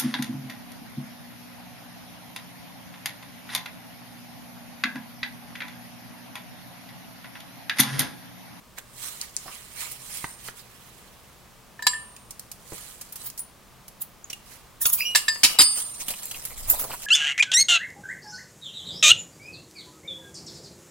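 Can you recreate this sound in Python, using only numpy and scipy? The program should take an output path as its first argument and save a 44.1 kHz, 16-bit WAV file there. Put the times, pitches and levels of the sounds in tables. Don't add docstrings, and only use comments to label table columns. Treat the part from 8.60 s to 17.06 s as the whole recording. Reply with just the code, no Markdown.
import sys
import numpy as np
from scipy import signal
from scipy.fft import rfft, irfft, next_fast_len
from scipy.io import wavfile
from scipy.ndimage import uniform_filter1d, minimum_filter1d, map_coordinates

SR = 44100
rng = np.random.default_rng(int(sys.argv[2]) if len(sys.argv) > 2 else 0)


def inscribe(sig):
    pcm = np.round(np.clip(np.atleast_2d(sig).T, -1, 1) * 32767)
    wavfile.write(sys.argv[1], SR, pcm.astype(np.int16))


N = 373086
TOP_HZ = 16000

# [f/Hz, relative level/dB per Hz]
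HISS_COLOUR = [(1500, -10), (4300, -1.5), (6000, -1), (7700, 3.5), (10000, 2.5), (12500, -2), (15800, -4)]
MESH_MODES = [1000, 1240, 2158, 2681, 2837, 3127, 3774, 3821, 4247, 4576, 5170, 5686, 5830, 6650, 7210,
              8350, 10200, 11688, 14450, 14850, 15450]


def amp(db):
    return 10 ** (np.asarray(db) / 20)


def unit(x):
    return x / np.sqrt(np.mean(x ** 2) + 1e-20)


def along(points, hz):
    f, v = np.transpose(points)
    return np.interp(np.log(hz + 1), np.log(f + 1), v)


def wobble(rate):
    points = rng.standard_normal(int(N * rate / SR) + 4)
    return map_coordinates(points, [np.arange(N) * rate / SR])


def fade(t, t60):
    return np.exp(-np.log(1000) * t / max(t60, 1e-3))


def swell(s, rise, fall):
    t = np.arange(N) / SR - s
    return amp(-20 * np.maximum(-t / max(rise, 1e-3), t / max(fall, 1e-3)))


def add(track, s, sound):
    i = max(round(s * SR), 0)
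    track[:, i:i + sound.shape[1]] += sound[:, :max(N - i, 0)]


def pair(sources, spectrum, spread, lag):
    n = sources.shape[1]
    m = next_fast_len(n)
    hz = np.fft.rfftfreq(m, 1 / SR)
    direct, scattered = rfft(sources, m) * amp(along(spectrum, hz))
    turn = np.exp(-1j * np.pi * hz * lag / SR)
    left = (direct + spread * scattered) * turn
    right = (direct - spread * scattered) / turn
    return unit(irfft([left, right], m)[:, :n])


def noise(n, spectrum, spread, lag):
    return pair(rng.standard_normal((2, n)), spectrum, spread, lag)


def grains(spectrum, rate, spread, lag):
    sizes = rng.standard_normal((2, N)) * amp(1.3 * rng.standard_normal((2, N)))
    touching = rng.random((2, N)) < rate / SR
    return pair(touching * sizes, spectrum, spread, lag)


def patchy(x, depth_db):
    z = signal.stft(x, nperseg=256)[2]
    field = rng.standard_normal(z.shape[1:])
    field = uniform_filter1d(field, size=4, axis=0)
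    field = uniform_filter1d(field, size=9, axis=1)
    gain = unit(amp(depth_db * unit(field)))
    return signal.istft(z * gain, nperseg=256)[1][:, :x.shape[1]]


def ring(modes, t, free, lead):
    ports = np.array([[lead], [-lead]]) / 2
    out = np.zeros((2, len(t)))
    for hz, db, t60 in modes:
        level = amp(db + rng.normal(0, 1))
        out += level * fade(t, t60 * free) * np.sin(2 * np.pi * hz * t + ports)
    return out


def resonate(x, modes):
    response = ring(modes, np.arange(SR // 3) / SR, 0.79, lead=-1.37)
    return signal.fftconvolve(x, response / np.linalg.norm(response[0]), axes=1)[:, :N]


def outdoors():
    # [f/Hz, relative level/dB per Hz]
    air = [(12, -33), (20, -1), (70, -2), (106, -7.5), (122, 4.5), (142, -5.5), (198, -2.5), (293, -11),
           (399, -9.5), (802, -11), (1220, -10), (1330, -14.5), (16000, -25.5)]
    puff = amp(-37.5) * swell(8.09, rise=0.31, fall=0.33)
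    puff_colour = [(25, -0.5), (70, -9.5), (160, -26), (600, -41)]
    buffet = puff * noise(N, puff_colour, spread=0.48, lag=0)
    hum = amp(-52.0 + 0.49 * wobble(3.7)) * noise(N, air, spread=0.46, lag=0)
    return buffet + hum


def passage(x):
    # [f/Hz, t60/s]
    echo_times = [(150, 0.11), (1200, 0.46), (3000, 0.38), (7000, 0.29), (15000, 0.27)]
    hz, t, z = signal.stft(rng.standard_normal((2, SR * 3 // 4)), SR, nperseg=256)
    decay = amp(-60 * t / along(echo_times, hz)[:, None])
    tail = signal.istft(z * decay, SR, nperseg=256)[1]
    late = np.pad(tail, ((0, 0), (200, 0)))
    return signal.fftconvolve(x, late / np.linalg.norm(tail[0]), axes=1)[:, :N]


def walls(x):
    out = x.copy()
    for port in np.eye(2):
        for delay in rng.uniform(.0008, .009, size=4):
            add(out, delay, amp(-16.0) * port[:, None] * x)
    return out


def swish():
    peak_s, peak_hz, fall_hz_per_s = 1.72, 8960, 780
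    hz = peak_hz - fall_hz_per_s * (np.arange(N) / SR - peak_s)
    whistle = unit(wobble(700) * np.sin(2 * np.pi * np.cumsum(hz) / SR))
    return whistle * amp(-46) * swell(peak_s, rise=0.78, fall=0.14)


def scuffs():
    # [peak t/s, rub level/dB, hiss level/dB, rise/s, fall/s]
    strokes = [(0.184, -40.5, -55, 0.018, 0.021), (0.457, -42, -38, 0.13, 0.27),
               (0.63, -44, -52, 0.14, 0.087), (0.92, -46.5, -47, 0.37, 0.36),
               (1.215, -38, -38.5, 0.11, 0.22), (1.565, -43.5, -39, 0.25, 0.23),
               (1.881, -43, -45, 0.12, 0.047), (2.0, -48, -46, 0.081, 0.032), (2.22, -55, -61, 0.75, 0.92),
               (4.15, -51, -46, 0.16, 0.57), (4.62, -67, -45.5, 0.082, 0.06),
               (5.92, -50.5, -51.5, 0.097, 0.15)]
    # [f/Hz, relative level/dB per Hz]
    rub_colour = [(150, -37), (450, -10), (900, 2), (2300, 7.5), (4000, 3), (8000, 0)]
    rubbing, hissing = np.zeros((2, N))
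    for s, rub_db, hiss_db, rise, fall in strokes:
        stroke = swell(s, rise, fall)
        rubbing = np.maximum(rubbing, amp(rub_db) * stroke)
        hissing = np.maximum(hissing, amp(hiss_db) * stroke)
    rub = amp(3.5) * noise(N, rub_colour, spread=1.0, lag=1.7)
    smooth = amp(3.0) * noise(N, HISS_COLOUR, spread=0.85, lag=4.5)
    grainy = amp(1.5) * grains(HISS_COLOUR, rate=560, spread=1.0, lag=3.4)
    brushing = rubbing * rub + hissing * (smooth + grainy)
    return brushing * amp(1.18 * wobble(60)) * amp([[-2.5], [1.2]])


def pebbles(rate, cycles, size_db):
    # [f/Hz, relative level/dB per Hz]
    stone_colour = [(100, -1), (350, -1.5), (650, 4.5), (1300, 0), (2700, -5), (4500, -20), (9000, 13)]
    draws = rng.random((int(rate * N / SR), 3))
    hz = 350 * 20 ** draws[:, 1:2]
    k = np.arange(SR // 80)
    turns = hz * k / SR
    decay = np.exp(-np.log(1000) * turns / cycles)
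    clicks = amp(size_db * draws[:, 2:] ** 2) * np.sin(2 * np.pi * turns) * decay * hz
    places = (draws[:, :1] * N).astype(int) + k
    track = np.bincount(places.ravel(), clicks.ravel())[:N]
    return pair(np.array([track, np.zeros(N)]), stone_colour, spread=0, lag=2.3)


def gravel():
    # [middle t/s, level/dB, half length/s, grit level over stones/dB]
    shifts = [(6.92, -41, 0.023, 4), (7.185, -49.5, 0.046, 12.5), (7.415, -40.5, 0.014, 6),
              (7.502, -43, 0.022, 4.5), (7.66, -56.5, 0.16, 10), (7.914, -39.5, 0.016, -14),
              (7.991, -52, 0.015, 12), (8.14, -37, 0.083, -9), (8.24, -42, 0.044, -12),
              (8.33, -37.5, 0.033, -3.5), (8.45, -46, 0.032, 0)]
    t = np.arange(N) / SR
    stirring = uniform_filter1d(1. * (t >= 6.36), size=400)
    crunch, grit = amp(-54.5) * stirring, amp(-46) * stirring
    for s, db, half, grit_db in shifts:
        press = amp(db) * np.exp(-((t - s) / half) ** 2)
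        crunch = crunch + press
        grit = grit + amp(grit_db) * press
    clumps = wobble(90)
    stones = crunch * amp(-2.5 + 2.4 * clumps) * pebbles(rate=1700, cycles=10, size_db=10.5)
    sand = grit * amp(3.0 + 1.6 * clumps) * grains(HISS_COLOUR, rate=3000, spread=0.66, lag=3.03)
    return stones + sand


def knocks():
    # [t/s, level/dB, centre f/Hz, t60/s]
    thuds = [(0.181, -38, 1590, 0.055), (0.858, -39.5, 670, 0.081), (0.88, -38.5, 1100, 0.12),
             (1.642, -25.5, 950, 0.034), (1.643, -25.5, 1810, 0.032), (1.885, -28, 1490, 0.034),
             (4.121, -29.5, 416, 0.07), (6.758, -35, 1840, 0.044), (6.836, -22.5, 226, 0.068),
             (6.992, -25.5, 296, 0.11), (7.539, -34, 2740, 0.043), (7.745, -35, 2740, 0.052),
             (8.218, -36, 1260, 0.045), (8.315, -34.5, 2610, 0.088)]
    out, t = np.zeros((2, N)), np.arange(SR // 4) / SR
    for s, db, hz, t60 in thuds:
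        body = [(hz / 8, -12), (hz / 1.26, -10), (hz, 0), (hz * 1.37, -12), (hz * 6, -35)]
        add(out, s, amp(db) * fade(t, t60) * noise(len(t), body, spread=0.087, lag=0.96))
    return out


def ticks():
    # [t/s, mid level/dB, low level/dB, top level/dB, t60/s]
    contacts = [(0.1862, -22, -38, -20.5, 0.0038), (0.6138, -13.5, -37, -45, 0.01),
                (0.7656, -12, -31, -40, 0.0091), (1.3128, -36, -37, -29.5, 0.086),
                (3.564, -37, -38, -55, 0.026), (3.707, -29.5, -42, -31.5, 0.033),
                (3.7948, -27.5, -46, -26, 0.018), (3.915, -30, -40, -28.5, 0.031),
                (4.411, -32, -36.5, -31.5, 0.055), (4.5228, -40, -55, -28, 0.047),
                (4.556, -34, -42, -29.5, 0.063), (4.6997, -31, -39.5, -32, 0.024),
                (4.776, -32, -51, -32, 0.055), (5.2804, -38, -45, -34, 0.034),
                (5.699, -32, -30.5, -41, 0.056), (5.7294, -29, -27, -37.5, 0.027),
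                (7.4822, -26.5, -23.5, -19.5, 0.039), (7.5037, -29, -29, -23, 0.06),
                (7.655, -40, -64, -20.5, 0.015), (7.7113, -27.5, -24.5, -27, 0.034),
                (7.851, -27.5, -44, -20, 0.042)]
    low_colour = [(200, 0.5), (1200, -8.5), (2800, 5.5), (5000, -4.0)]
    mid_colour = [(2000, -46), (4500, 3.0), (7500, 6.0), (9500, 6.5), (13000, -23)]
    top_colour = [(7000, -21.5), (11000, -3.5), (15500, -9.0), (17000, -21.0)]
    out, t = np.zeros((2, N)), np.arange(SR // 4) / SR
    for s, mid_db, low_db, top_db, t60 in contacts:
        low = amp(low_db) * noise(len(t), low_colour, spread=0.12, lag=2.4)
        mid = amp(mid_db) * noise(len(t), mid_colour, spread=1.0, lag=1.9)
        top = amp(top_db) * noise(len(t), top_colour, spread=0.96, lag=1.86)
        add(out, s, (low + mid + top) * fade(t, t60) * (1 - fade(t, t60 / 5)))
    return out


def pings():
    # [t/s, level/dB, f/Hz, t60/s]
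    notes = [(4.792, -26.5, 9430, 0.15), (5.643, -31.5, 6700, 0.036), (5.701, -28.5, 5800, 0.032),
             (5.732, -27.5, 2790, 0.042), (6.213, -38.5, 1780, 0.12), (6.255, -26, 1370, 0.051),
             (6.255, -23, 3540, 0.034), (6.254, -23, 5800, 0.035), (6.33, -24, 7330, .05),
             (7.631, -35, 7600, 0.24), (8.1, -9, 13600, 0.083), (8.099, -14, 11700, 0.12),
             (8.101, -30, 7570, 0.27)]
    out, t = np.zeros((2, N)), np.arange(SR // 4) / SR
    for s, db, hz, t60 in notes:
        beating = ring([(hz, 0, t60), (hz + 70, -5, t60)], t, 1, lead=1.5)
        add(out, s, amp(db) * (1 - fade(t, 0.0032)) * beating)
    return out


def squeak():
    # [peak t/s, level/dB, f at the peak before wavering/Hz]
    slips = [(6.408, -22.5, 2497), (6.425, -27, 2620), (6.46, -26, 2870)]
    # [f/Hz, relative level/dB, t60 before damping/s]
    hinge = [(2413, -7.5, 0.48), (2880, -6, 0.56), (3170, -4, 0.25), (4860, 10, 0.064), (5654, -1, 0.16)]
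    glide_hz_per_s = 1200
    t = np.arange(N) / SR
    tone, overtone = np.zeros((2, 1, N))
    for s, db, hz in slips:
        pitch = hz + glide_hz_per_s * (t - s)
        waver = 1 + .05 * wobble(700) + .008 * wobble(90)
        phase = 2 * np.pi * np.cumsum(pitch * waver) / SR
        effort = amp(db) * swell(s, rise=0.018, fall=0.032) * amp(3.5 * wobble(300))
        tone += effort * np.sin(phase)
        overtone += effort * np.sin(2 * phase)
    return tone + amp(-8) * resonate(tone + amp(-3) * overtone, hinge)


def rasps():
    # [peak t/s, level/dB, rise/s, t60/s, body level before a 7 dB cut/dB]
    rubs = [(4.668, -28.5, 0.019, 0.1, -7), (4.795, -29.5, 0.0066, 0.071, -15),
            (5.42, -22.5, 0.0056, 0.059, -14.5), (6.218, -16, 0.0043, 0.15, -14),
            (6.257, -15.5, 0.0018, 0.041, 6), (6.266, -8.5, 0.0031, 0.055, -13),
            (6.301, -18.5, 0.019, 0.045, -13), (6.335, -12, 0.0072, 0.092, -15.5),
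            (8.101, -14.5, 0.0082, 0.11, -11), (8.121, -20.5, 0.0037, 0.14, -16),
            (8.197, -21.5, 0.0075, 0.19, -16), (6.389, -26, 0.0093, 0.25, -9)]
    # [f/Hz, relative level/dB per Hz]
    top_colour = [(3000, -38), (7000, -8), (9000, -8.5), (11000, 1.5), (12600, -8), (14300, 5), (15800, 7)]
    # [f/Hz, relative level/dB per Hz]
    body_colour = [(100, -5), (600, -8.5), (1100, 1), (2000, -4.5), (3500, 0), (7000, 1.5), (10000, -24),
                   (16000, -35)]
    lead = .1
    out, t = np.zeros((2, N)), np.arange(SR // 2) / SR - lead
    for s, db, rise, t60, body_db in rubs:
        growth = np.exp(np.minimum(t, 0) / max(rise, 1e-3))
        decay = fade(np.maximum(t, 0), t60)
        bright = noise(len(t), top_colour + [(17000, -51)], spread=0.24, lag=-0.94)
        body = amp(body_db - 7.0) * noise(len(t), body_colour, spread=0.5, lag=-2.6)
        add(out, s - lead, amp(db) * growth * decay * (bright + body))
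    return out


def mesh(x):
    return resonate(x, [(hz, 0, 0.2 * (hz / 1000) ** -.25) for hz in MESH_MODES])


def frame(x):
    # [centre f/Hz, relative level/dB, t60/s]
    clusters = [(1172, -1, 0.94), (2880, -1.5, 0.66), (4880, 5.5, 0.19)]
    t = np.arange(SR * 3 // 4) / SR
    response = np.zeros((2, len(t)))
    for centre_hz, db, t60 in clusters:
        for z in rng.standard_normal(size=14):
            hz = centre_hz * np.exp(.07 * z)
            turns = hz * t + rng.random((2, 1))
            response += amp(db) * fade(t, t60) * np.sin(2 * np.pi * turns)
    return signal.fftconvolve(x, response / np.linalg.norm(response[0]), axes=1)[:, :N]


def clank(burst):
    t = np.arange(SR // 8) / SR
    modes = sum(rng.choice([-1, 1]) * np.sin(2 * np.pi * hz * t) for hz in MESH_MODES)
    modes = modes * fade(t, 0.028)
    rung = signal.fftconvolve(burst, modes[None] / np.linalg.norm(modes), axes=1)[:, :burst.shape[1]]
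    return amp(0.5) * burst + amp(-9.5) * rung


def latch():
    # [t/s, clatter level/dB, clatter t60/s,
    # clatter tilt above 900 Hz/dB per octave, arm level/dB, bar level/dB, catch level/dB,
    # pin level/dB, ring length (1 is free, less is held)]
    blows = [(3.192, -37.5, 0.061, -13.5, -30.5, -51, -78, -72, 0.2),
             (3.223, -24, 0.023, 4, -34, -37, -38, -55, 1), (3.267, -8, 0.045, 0, -45, -12, -35, -28, 0.49),
             (3.333, -40, 0.099, -4, -28, -62, -79, -45, 1),
             (6.549, -14, 0.093, -0.5, -27, -10.5, -14, -51, 0.14),
             (6.555, -12, 0.12, 4.5, -24, -14.5, -20.5, -29, 0.39),
             (6.681, -16, 0.05, -1.5, -17.5, -33, -15, -41, 0.59),
             (6.833, 3.5, 0.075, 1.5, -10, -25, -33, -11, 0.11),
             (6.987, -15.5, 0.12, -8, -46, -52, -3, -8.5, 0.64),
             (7.003, -8.5, 0.074, 4.5, -49, -35, -39, -41, 0.26),
             (7.015, -7.5, 0.075, 7.5, -54, -46, -5, -48, 0.15)]
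    # [f/Hz, relative level/dB per Hz]
    clatter = [(60, -27), (130, -14), (330, -20.5), (550, -13.5), (850, -7), (1300, -8.5), (2000, -0.5),
               (3000, 2), (5300, 1.5), (6300, -3), (8000, -3), (11000, -4), (15500, -16)]
    # [f/Hz, relative level/dB, t60/s]
    arm_modes = [(1744, 0, 0.12), (1783, 3, 0.27)]
    bar_modes = [(990, 1, 0.048), (1736, 3, 0.12), (3965, 0.5, 0.12), (4690, -9, 0.2), (6940, 2.5, 0.049),
                 (7610, -6.5, 0.44), (13300, -1, 0.044)]
    catch_modes = [(3870, 1.5, 0.074), (4454, -20, 0.56), (4770, -25, 0.39), (4875, -3, 0.54),
                   (5210, -12, 0.15), (7446, -4, 0.2), (7800, -24, 0.61)]
    # [f/Hz, level/dB, t60/s]
    pin_modes = [(8985, -3, 1.02), (8985, -24, 4.2), (11470, -2.5, 0.079)]
    out, t = np.zeros((2, N)), np.arange(SR) / SR
    early = t[:SR // 4]
    for s, db, t60, tilt_db, arm_db, bar_db, catch_db, pin_db, free in blows:
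        colour = [(hz, level + tilt_db * np.log2(max(hz, 900) / 900)) for hz, level in clatter]
        envelope = fade(early, t60) * (1 - fade(early, 0.011))
        burst = envelope * noise(len(early), colour, spread=0.54, lag=-1.88)
        add(out, s, amp(db) * clank(burst))
        arm = amp(arm_db) * ring(arm_modes, t, free, lead=-0.27)
        bar = amp(bar_db) * ring(bar_modes, t, free, lead=-0.079)
        catch = amp(catch_db) * ring(catch_modes, t, free, lead=0.92) * amp([[1.5], [-1]])
        pin = amp(pin_db) * ring(pin_modes, t, free, lead=0.95) * amp([[0], [2.5]])
        add(out, s, (arm + bar + catch + pin) * (1 - fade(t, 0.014)))
    return out


def scene():
    blows = latch()
    rasp = patchy(rasps(), depth_db=4)
    gate = blows + amp(-0.5) * rasp + squeak() + pings()
    small = ticks() + knocks()
    steps = small + patchy(scuffs(), depth_db=2.5) + swish() + patchy(gravel(), depth_db=4.0)
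    near = gate * amp([[-.6], [.6]]) + walls(steps) * amp([[-1.5], [.7]])
    shaken = amp(-20) * mesh(blows) + amp(-13.5) * mesh(rasp) + amp(-21) * frame(blows)
    echoes = amp(-15.0) * passage(gate) + amp(-10.5) * passage(small)
    return near + shaken + echoes + outdoors()


def record(dry):
    needed = np.minimum(1, amp(-.3) / (np.abs(dry).max(axis=0) + 1e-9))
    gain = uniform_filter1d(minimum_filter1d(needed, size=90), size=70)
    m = next_fast_len(N + SR // 4)
    kept = np.fft.rfftfreq(m, 1 / SR) < TOP_HZ
    return irfft(rfft(dry * gain, m) * kept, m)[:, :N]


dry = scene()
out = record(dry)
inscribe(out)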